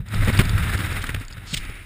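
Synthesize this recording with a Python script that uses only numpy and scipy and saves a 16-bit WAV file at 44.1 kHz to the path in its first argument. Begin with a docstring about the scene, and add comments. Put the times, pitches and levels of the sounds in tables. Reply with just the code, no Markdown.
"""Wind buffets and rushes past the microphone of a body-worn camera, aloft under an open parachute.
Eddies rumble right on the port; overhead the canopy fills with one slap of air, and its cloth
flutters and flaps. Close by, small harness fittings knock together and tick. The wind eases;
a strap slides and scuffs next to the camera, leaving a thin hiss of air."""
import sys
import numpy as np
from scipy import signal
from scipy.fft import rfft, irfft
from scipy.io import wavfile
from scipy.ndimage import uniform_filter1d

SR = 44100
rng = np.random.default_rng(int(sys.argv[2]) if len(sys.argv) > 2 else 0)


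def persist_wave(psi):
    """Save psi, clipped to +-1, as 16-bit WAV."""
    counts = np.round(np.clip(psi, -1, 1) * 32767).astype(np.int16)
    wavfile.write(sys.argv[1], SR, np.atleast_2d(counts).T)


N = 81585
TIME = np.arange(N) / SR

# spectrum of crackling cloth: (frequency [Hz], relative level [dB])
CLOTH_COLOUR = [(200, 7), (600, -7.5), (950, -5.5), (1300, 4.5), (2000, 3.5), (3000, -2.5), (4400, -9.5),
                (7500, -12.5), (9800, -5), (15000, -9)]


def from_db(db):
    """Decibels to gain."""
    return 10 ** (np.asarray(db) / 20)


def rms_one(x):
    """Scale to unit rms."""
    return x / np.sqrt(np.mean(x ** 2) + 1e-20)


def in_time(rows):
    """Each column of a curve at every sample."""
    times, *columns = np.transpose(rows)
    return [np.interp(TIME, times, column) for column in columns]


def coloured(x, colour):
    """Give a signal a spectrum that falls away beyond its ends; rms 1."""
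    hz, db = np.transpose(colour)
    f = np.maximum(np.fft.rfftfreq(N, 1 / SR), 1)
    skirts = np.minimum(f / hz[0], 1) ** 2 * np.minimum(hz[-1] / f, 1) ** 2
    gain = from_db(np.interp(np.log(f), np.log(hz), db))
    return rms_one(irfft(rfft(x) * skirts * gain, N))


def noise(colour):
    """Coloured noise, rms 1."""
    return coloured(rng.standard_normal(N), colour)


def flutter(rate_hz, depth_db):
    """A gain that wanders at random up to about the given rate; rms 1."""
    f = np.fft.rfftfreq(N, 1 / SR)
    drift = rms_one(irfft(rfft(rng.standard_normal(N)) / (1 + (f / rate_hz) ** 4), N))
    return rms_one(from_db(depth_db * np.clip(drift, -2.5, 2.5)))


def eddies(colour, span_s):
    """Low noise whose strength is evened out over the given span; rms 1."""
    x = noise(colour)
    power = uniform_filter1d(np.abs(signal.hilbert(x)) ** 2, max(int(span_s * SR), 1))
    return rms_one(x / np.sqrt(power + 0.14))


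def bursts(starts, holds, levels_db, attack_s, decay_s):
    """Summed attack, hold and decay envelopes."""
    envelope = 0
    for start, hold, db in zip(starts, holds, levels_db):
        rise = np.clip((TIME - start) / attack_s + .5, 0, 1)
        fall = np.exp(-np.maximum(TIME - start - hold, 0) / decay_s)
        envelope += from_db(db) * rise * fall
    return envelope


def swells(middles, half_lengths, levels_db):
    """Summed bell-shaped envelopes."""
    return sum(from_db(db) * np.exp(-.7 * ((TIME - middle) / half) ** 2)
               for middle, half, db in zip(middles, half_lengths, levels_db))


def fittings():
    """Close by on the harness, short gritty contacts ring the damped modes of small fittings."""
    # knocks between fittings: (time [s], relative level [dB])
    ticks = [(.085, -30.5), (0.145, -26.5), (0.248, -24.5), (.329, -26.5), (0.375, -22), (.453, -24.5),
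             (0.494, -21), (.776, -28.5), (0.86, -26), (.927, -28.5), (1.199, -35), (1.25, -34),
             (1.282, -31), (1.311, -38), (1.326, -31), (1.332, -33.5), (1.651, -34), (1.698, -32.5),
             (1.754, -42)]
    # modes of the fittings: (frequency [Hz], relative level [dB], time to fall 60 dB [s])
    modes = [(3800, -7, 0.004), (4620, -3, 0.0081), (5060, -1, 0.0066), (6890, 0.5, 0.0043),
             (7600, -8, 0.0043)]
    starts, tick_db = np.transpose(ticks)
    envelope = bursts(starts, np.zeros(len(starts)), tick_db - 12.5, attack_s=0.0003, decay_s=0.0023)
    contact = envelope * rng.standard_normal(N) + 1e-18
    ring = 0
    for hz, mode_db, t60 in modes:
        radius, angle = from_db(-60 / (t60 * SR)), 2 * np.pi * hz / SR
        feedback = [1, -2 * radius * np.cos(angle), radius ** 2]
        ring += from_db(mode_db) * signal.lfilter([np.sin(angle)], feedback, contact)
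    return ring / 2


def strap():
    """Right beside the microphone, webbing slides with a hiss, rasps over cloth and bumps the camera."""
    # scuffs over cloth: (middle [s], half length [s], rasp level [dB], bump level [dB])
    scuffs = [(1.023, 0.0053, -30.5, -33), (1.07, .0035, -31.5, -44), (1.54, 0.0072, -27, -23.5),
              (1.545, 0.0024, -18, -46), (1.575, 0.007, -24.5, -36.5), (1.698, 0.0063, -54, -29.5)]
    # the slide around the loudest scuff: (time [s], level [dB])
    slide = [(1.42, -94), (1.475, -41.5), (1.54, -34.5), (1.6, -48), (1.68, -62)]
    # spectra of rasp, bump and slide: (frequency [Hz], relative level [dB])
    rasp_colour = [(300, -14), (600, -35), (1000, -19), (2000, 2.5), (3300, 7.5), (4600, -2.5), (6000, 2),
                   (7200, -6), (8500, 0.5), (11000, -16), (13000, -19), (15000, -4.5)]
    bump_colour = [(45, 0), (115, 5.5), (190, -2.5), (300, -16), (620, -23), (900, -51)]
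    slide_colour = [(2500, -3), (4000, 2.5), (6000, 2.5), (7500, -1), (11000, -15)]
    middles, halves, rasp_db, bump_db = np.transpose(scuffs)
    slide_db, = in_time(slide)
    rasp = noise(rasp_colour) * flutter(rate_hz=780, depth_db=2.0) * swells(middles, halves, rasp_db)
    bumps = eddies(bump_colour, span_s=0.02) * swells(middles, halves, bump_db)
    return rasp + bumps + from_db(slide_db) * noise(slide_colour)


def rushing_air():
    """Air flutters past the microphone with tiny snaps of creasing cloth, then thins to a hiss."""
    # strength of the rush and of the hiss that follows: (time [s], level [dB])
    airflow = [(0, -48), (.053, -60), (.065, -44), (.11, -41), (.125, -35), (.2, -31), (.32, -28),
               (.47, -32), (.63, -31.5), (.78, -31), (.97, -30.5), (1.07, -36), (1.21, -38), (1.27, -47.5),
               (1.41, -44.5), (1.62, -40.5), (1.85, -48)]
    slipstream = [(1.4, -100), (1.54, -52), (1.63, -40), (1.77, -42.5), (1.85, -49)]
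    # spectra of rush and hiss: (frequency [Hz], relative level [dB])
    rush_colour = [(120, 4.5), (300, -0.5), (500, -8), (1100, -6.5), (1300, 1), (2150, -0.5), (2700, -5.5),
                   (3300, -10.5), (3750, -4.5), (4300, -19), (5300, -16.5), (7600, -20.5), (8300, -15),
                   (10000, -11), (14200, -13.5), (15500, -23)]
    hiss_colour = [(300, 2), (950, -28), (1500, -10), (2150, 6), (3000, -6), (4500, -26), (7000, -30),
                   (9800, -7), (14200, -29), (15500, -8)]
    creases_per_s, crease_decay_s, crease_db = 280, 0.00034, -16   # level relative to the rush
    flow_db, = in_time(airflow)
    hiss_db, = in_time(slipstream)
    rush = noise(rush_colour) * flutter(rate_hz=27, depth_db=1.82) * flutter(rate_hz=117, depth_db=1.0)
    snaps = rng.random(N) < creases_per_s / SR
    snap_envelope = signal.lfilter([1], [1, -np.exp(-1 / (crease_decay_s * SR))], snaps + 1e-18)
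    creases = coloured(snap_envelope * rng.standard_normal(N), CLOTH_COLOUR)
    hiss = noise(hiss_colour) * flutter(rate_hz=460, depth_db=2.0)
    return from_db(flow_db) * (rush + from_db(crease_db) * creases) + from_db(hiss_db) * hiss


def flapping():
    """Each flap is a rough crackle of taut cloth, ringing briefly at its own pitch, with a puff of air."""
    # flaps in the wind: (time [s], length [s], crackle level [dB], thump level [dB], cloth pitch [Hz])
    flaps = [(0.137, 0.0053, -32, -25.5, 1730), (0.223, 0.015, -37, -23.5, 2220),
             (0.274, 0.028, -27, -20, 2060), (0.39, 0.0018, -16.5, -19, 2980),
             (0.393, 0.024, -23, -18, 2040), (0.579, 0.006, -27, -38, 1620), (0.624, .02, -30.5, -56, 2320),
             (0.692, 0.012, -28.5, -53, 1470), (0.734, 0.021, -29, -24.5, 1660),
             (0.789, 0.022, -29.5, -30, 1530), (0.959, 0.014, -32, -33.5, 2000),
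             (1.0396, 0.003, -27.5, -46, 1690), (1.091, 0.0037, -26, -33, 2180),
             (1.101, 0.0035, -34.5, -37, 2280), (1.1447, 0.0032, -26, -34, 2660),
             (1.162, 0.0017, -40, -36, 2200), (1.21, 0.0095, -38.5, -36, 1480),
             (1.302, 0.01, -43.5, -42.5, 2600)]
    # spectrum of the puff's thump: (frequency [Hz], relative level [dB])
    thump_colour = [(20, -33), (60, -1), (180, -4.5), (270, -10), (400, -16), (750, -25), (1500, -30)]
    ring_db = -1.5   # relative to the crackle
    starts, holds, crackle_db, thump_db, pitches = np.transpose(flaps)
    crackle = noise(CLOTH_COLOUR) * flutter(rate_hz=190, depth_db=1.5)
    puffs = bursts(starts, holds, thump_db, attack_s=0.013, decay_s=0.0048)
    thumps = eddies(thump_colour, span_s=0.023) * puffs
    cloth = 0
    for start, hold, db, hz in zip(starts, holds, crackle_db, pitches):
        snap = crackle * bursts([start], [hold], [db], attack_s=0.00069, decay_s=0.004)
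        ring = signal.lfilter(*signal.iirpeak(hz, Q=2.96, fs=SR), snap)
        cloth += snap + from_db(ring_db) * ring
    return thumps + cloth


def canopy_slap(time_s=0.3957, width_s=0.0025, peak_db=-4.5):
    """The canopy fills overhead in one pressure wave: a push with a weaker suction on either side."""
    offset_squared = ((TIME - time_s) / width_s) ** 2
    return from_db(peak_db) * (1 - offset_squared) * np.exp(-offset_squared / 2)


def buffeting():
    """Eddies push directly on the microphone port, now and then in a single gust."""
    # wind pressure on the port: (time [s], buffet level [dB], deep rumble level [dB])
    wind = [(0, -34.5, -26), (.09, -36.5, -72), (.15, -20.5, -28.5), (.2, -21, -18), (.34, -21, -30.5),
            (.5, -23.5, -21.5), (.66, -22, -31), (.8, -26.5, -42), (.98, -28, -31), (1.06, -39, -32.5),
            (1.16, -26, -37), (1.27, -51.5, -36.5), (1.39, -35, -48), (1.49, -44.5, -44), (1.58, -37, -31),
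            (1.7, -45, -35.5), (1.85, -44, -46)]
    # single gusts: (time [s], length [s], level [dB])
    gusts = [(0, 0.0068, -25), (0.494, 0.0058, -25), (0.526, 0.0405, -23.5), (1.168, 0.013, -26.5)]
    # spectra of buffet and rumble: (frequency [Hz], relative level [dB])
    buffet_colour = [(25, -24), (48, -2.5), (70, 1.5), (102, 6), (135, -7.5), (185, -10), (260, -26.5),
                     (450, -34.5), (900, -45)]
    rumble_colour = [(14, -21), (24, -9), (42, -7), (65, -25), (150, -68)]
    buffet_db, rumble_db = in_time(wind)
    pressure = from_db(buffet_db) + bursts(*np.transpose(gusts), attack_s=0.009, decay_s=0.0064)
    buffet = pressure * eddies(buffet_colour, span_s=0.082)
    rumble = from_db(rumble_db) * eddies(rumble_colour, span_s=0.015)
    return buffet + rumble


def scene():
    """Everything reaches one microphone on the body, the same in both channels."""
    fade_in = np.minimum(TIME / .004, 1)
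    mono = (buffeting() + rushing_air() + flapping() + canopy_slap() + strap() + fittings()) * fade_in
    return np.array([mono, mono])


def record(dry):
    """The camera's housing notches the treble; its electronics add a faint whistle and cut the top."""
    # dips from the housing: (frequency [Hz], width [Hz], gain [dB])
    housing_dips = [(5980, 333, -21.5), (11340, 565, -20.5), (12380, 950, -20.5)]
    whistle_hz, whistle_db, cutoff_hz = 12000, -36, 15250
    for hz, width_hz, db in housing_dips:
        width, gain = np.tan(np.pi * width_hz / SR), from_db(db / 2)
        centre = -2 * np.cos(2 * np.pi * hz / SR)
        forward = [1 + width * gain, centre, 1 - width * gain]
        feedback = [1 + width / gain, centre, 1 - width / gain]
        dry = signal.lfilter(forward, feedback, dry)
    # shallow modulation copies the buffeting up into a thin whistle that follows its level
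    whistling = dry * (1 + from_db(whistle_db) * np.cos(2 * np.pi * whistle_hz * TIME))
    lowpass = signal.ellip(10, .3, 80, cutoff_hz, fs=SR, output="sos")
    return signal.sosfilt(lowpass, whistling)


dry = scene()
out = record(dry)
persist_wave(out)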